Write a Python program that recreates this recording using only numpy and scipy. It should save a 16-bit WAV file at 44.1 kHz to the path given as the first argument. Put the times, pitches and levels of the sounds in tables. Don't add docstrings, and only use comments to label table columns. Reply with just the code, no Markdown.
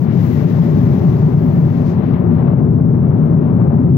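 import sys
import numpy as np
from scipy import signal
from scipy.fft import rfft, irfft, next_fast_len
from scipy.io import wavfile
from scipy.ndimage import uniform_filter1d, minimum_filter1d

SR = 44100
rng = np.random.default_rng(int(sys.argv[2]) if len(sys.argv) > 2 else 0)


def bounce(signal):
    frames = np.transpose(np.atleast_2d(signal))
    limited = np.clip(frames, -1, 1)
    pcm = np.round(limited * 32767).astype(np.int16)
    wavfile.write(sys.argv[1], SR, pcm)


N = 175077
PATCH_SPREAD_DB, PATCH_RATE_HZ = 0.71, 21


def from_db(db):
    return 10 ** (np.asarray(db) / 20)


def rms_one(x):
    return x / np.sqrt(np.mean(x ** 2) + 1e-20)


def in_time(rows):
    seconds, *columns = np.transpose(rows)
    return [np.interp(np.arange(N) / SR, seconds, column) for column in columns]


def drift(rate_hz):
    step = 40
    pole = np.exp(-2 * np.pi * rate_hz * step / SR)
    draws = rng.standard_normal(N // step + 2002)
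    wander = signal.lfilter([1], [1, -2 * pole, pole * pole], draws)[2000:]
    wander = rms_one(wander - wander.mean())
    return np.interp(np.arange(N) / step, np.arange(len(wander)), wander)


def noise(spectrum):
    size = next_fast_len(N)
    hz = np.maximum(np.arange(size // 2 + 1) * SR / size, 1)
    points_hz, points_db = np.transpose(spectrum)
    gain = from_db(np.interp(np.log(hz), np.log(points_hz), points_db))
    gain *= np.minimum(hz / points_hz[0], 1) ** 2
    gain *= np.minimum(points_hz[-1] / hz, 1) ** 4
    shaped = irfft(rfft(rng.standard_normal(size)) * gain, size)
    return rms_one(shaped[:N])


def split(x, hz):
    low = signal.sosfiltfilt(signal.butter(3, hz, fs=SR, output="sos"), x)
    return low, x - low


def patches():
    return from_db(PATCH_SPREAD_DB * drift(PATCH_RATE_HZ))


def self_noise():
    # frequency in Hz, relative level in dB per Hz.
    self_spectrum = [(3000, -14), (8500, -13), (11000, -9), (15800, 0)]
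    level_db = -72.5
    return from_db(level_db) * np.array([noise(self_spectrum), noise(self_spectrum)])


def hiss():
    # frequency in Hz, relative level in dB per Hz.
    hiss_spectrum = [(1500, -2.5), (1850, 1.5), (3100, -10), (5000, -16.5), (6600, -20), (8600, -36.5),
                     (11000, -24.5), (13000, -18.5), (15000, -14), (15800, -13)]
    # time in seconds, then the low, middle,
    # high and top band in dB.
    hiss_levels = [(0.0, -57, -61, -67, -57), (0.1, -46, -71, -72, -72), (0.13, -49, -60.5, -69.5, -66.5),
                   (0.28, -47, -58.5, -58.5, -56.5), (0.44, -47.5, -59, -65.5, -61.5),
                   (1.19, -51, -62, -65.5, -66), (1.23, -52, -62, -71, -70), (1.45, -52.5, -64, -67, -60),
                   (1.84, -51, -63, -70.5, -69), (1.91, -51, -58, -72.5, -67.5),
                   (1.99, -50, -74, -80, -66.5), (2.13, -48.5, -71, -74, -70), (2.14, -45, -80, -78.5, -65),
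                   (2.26, -62, -84, -79.5, -71), (2.35, -51.5, -83, -78, -72.5),
                   (2.49, -51.5, -79.5, -73.5, -73.5), (2.66, -65.5, -87, -84, -74),
                   (2.91, -72.5, -87.5, -83.5, -75.5), (3.21, -56.5, -86, -80.5, -70.5),
                   (3.55, -63.5, -87, -86.5, -78), (3.59, -73, -83, -80, -74), (3.92, -67, -91, -83, -79.5)]
    low_edge_hz, middle_edge_hz, top_edge_hz = 4200, 8600, 13500
    gain_db = 6.5
    below, above = split(noise(hiss_spectrum), middle_edge_hz)
    bands = [*split(below, low_edge_hz), *split(above, top_edge_hz)]
    levels_db = in_time(hiss_levels)
    mixed = sum(rms_one(band) * from_db(db) for band, db in zip(bands, levels_db))
    return from_db(gain_db) * patches() * mixed


def muffled(left):
    shared_top_hz, corner_hz, gain_db = 560, 240, -2.5
    pole = np.exp(-2 * np.pi * corner_hz / SR)
    shared, _ = split(left, shared_top_hz)
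    return from_db(gain_db) * signal.lfilter([1 - pole], [1, -pole], shared)


def roar():
    # frequency in Hz, relative level in dB per Hz.
    left_spectrum = [(25, -39.5), (48, -33), (80, -15), (105, -5), (122, -4.5), (135, -0.5), (175, 0),
                     (195, -9), (250, -6.5), (295, -17.5), (355, -14), (430, -19), (495, -27), (585, -23),
                     (650, -28), (995, -33.5), (1340, -40.5), (1420, -43.5), (2200, -55.5), (3500, -70.5),
                     (6000, -87), (9000, -110)]
    # time in seconds, boom in dB, upper roar in dB.
    roar_levels = [(0.0, -17.5, -42), (0.02, -15, -38), (0.81, -11, -36), (1.79, -15.5, -37),
                   (2.53, -9, -32.5), (2.75, -12.5, -40), (2.79, -10, -38.5), (3.7, -10.5, -34),
                   (3.88, -10.5, -39), (3.92, -9, -44)]
    # frequency in Hz, relative level in dB per Hz.
    right_spectrum = [(30, -35), (60, -16), (150, -2.5), (215, -0.5), (300, -16.5), (480, -20), (650, -27),
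                      (730, -20.5), (1000, -31.5), (1500, -43), (2800, -57), (4300, -63), (6000, -72.5),
                      (8000, -80.5)]
    # time in seconds, loss in dB.
    grip_loss = [(0, 4), (.5, 1.5), (1, 0), (1.7, -.3), (2.2, 1.5), (2.9, 1.1), (3.9, -.5)]
    left_db, right_own_db = -8.5, -24.5
    split_hz = 480
    boom_follows = 0.6
    boom_db, upper_db = in_time(roar_levels)
    boom, upper = split(from_db(left_db) * noise(left_spectrum), split_hz)
    swell = from_db(boom_follows * (boom_db - boom_db.mean()))
    upper_swell = from_db(upper_db - upper_db.mean())
    left = boom * swell + upper * upper_swell * patches()
    right = muffled(left) + from_db(right_own_db) * swell * noise(right_spectrum)
    loss_db, = in_time(grip_loss)
    return np.array([left, right * from_db(-loss_db)])


def scene():
    return roar() + hiss() * [[1], [0]]


def compress(x):
    threshold_db, squeeze = -2, 0.78
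    release_db_per_s, attack_s = 125.5, 0.002
    peak_db = 20 * np.log10(np.abs(x).max(axis=0) + 1e-9)
    wanted_db = squeeze * np.maximum(peak_db - threshold_db, 0)
    ramp = release_db_per_s * np.arange(N) / SR
    released_db = np.maximum.accumulate(wanted_db + ramp) - ramp
    hold = int(attack_s * SR) * 2 + 1
    reduction_db = -minimum_filter1d(-released_db, size=hold)
    for _ in range(2):
        reduction_db = uniform_filter1d(reduction_db, size=hold // 2 + 1)
    return x * from_db(-reduction_db)


def cut_top(x):
    cutoff_hz = 15790
    size = next_fast_len(N + SR // 10)
    hz = np.arange(size // 2 + 1) * SR / size
    keep = np.clip((cutoff_hz - hz) / 40, 0, 1)
    return irfft(rfft(x, size) * keep, size)[:, :N]


def record(dry):
    ceiling = 0.96
    evened = compress(dry + self_noise())
    rounded = evened / (1 + (evened / ceiling) ** 8) ** (1 / 8)
    return cut_top(rounded)


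dry = scene()
out = record(dry)
bounce(out)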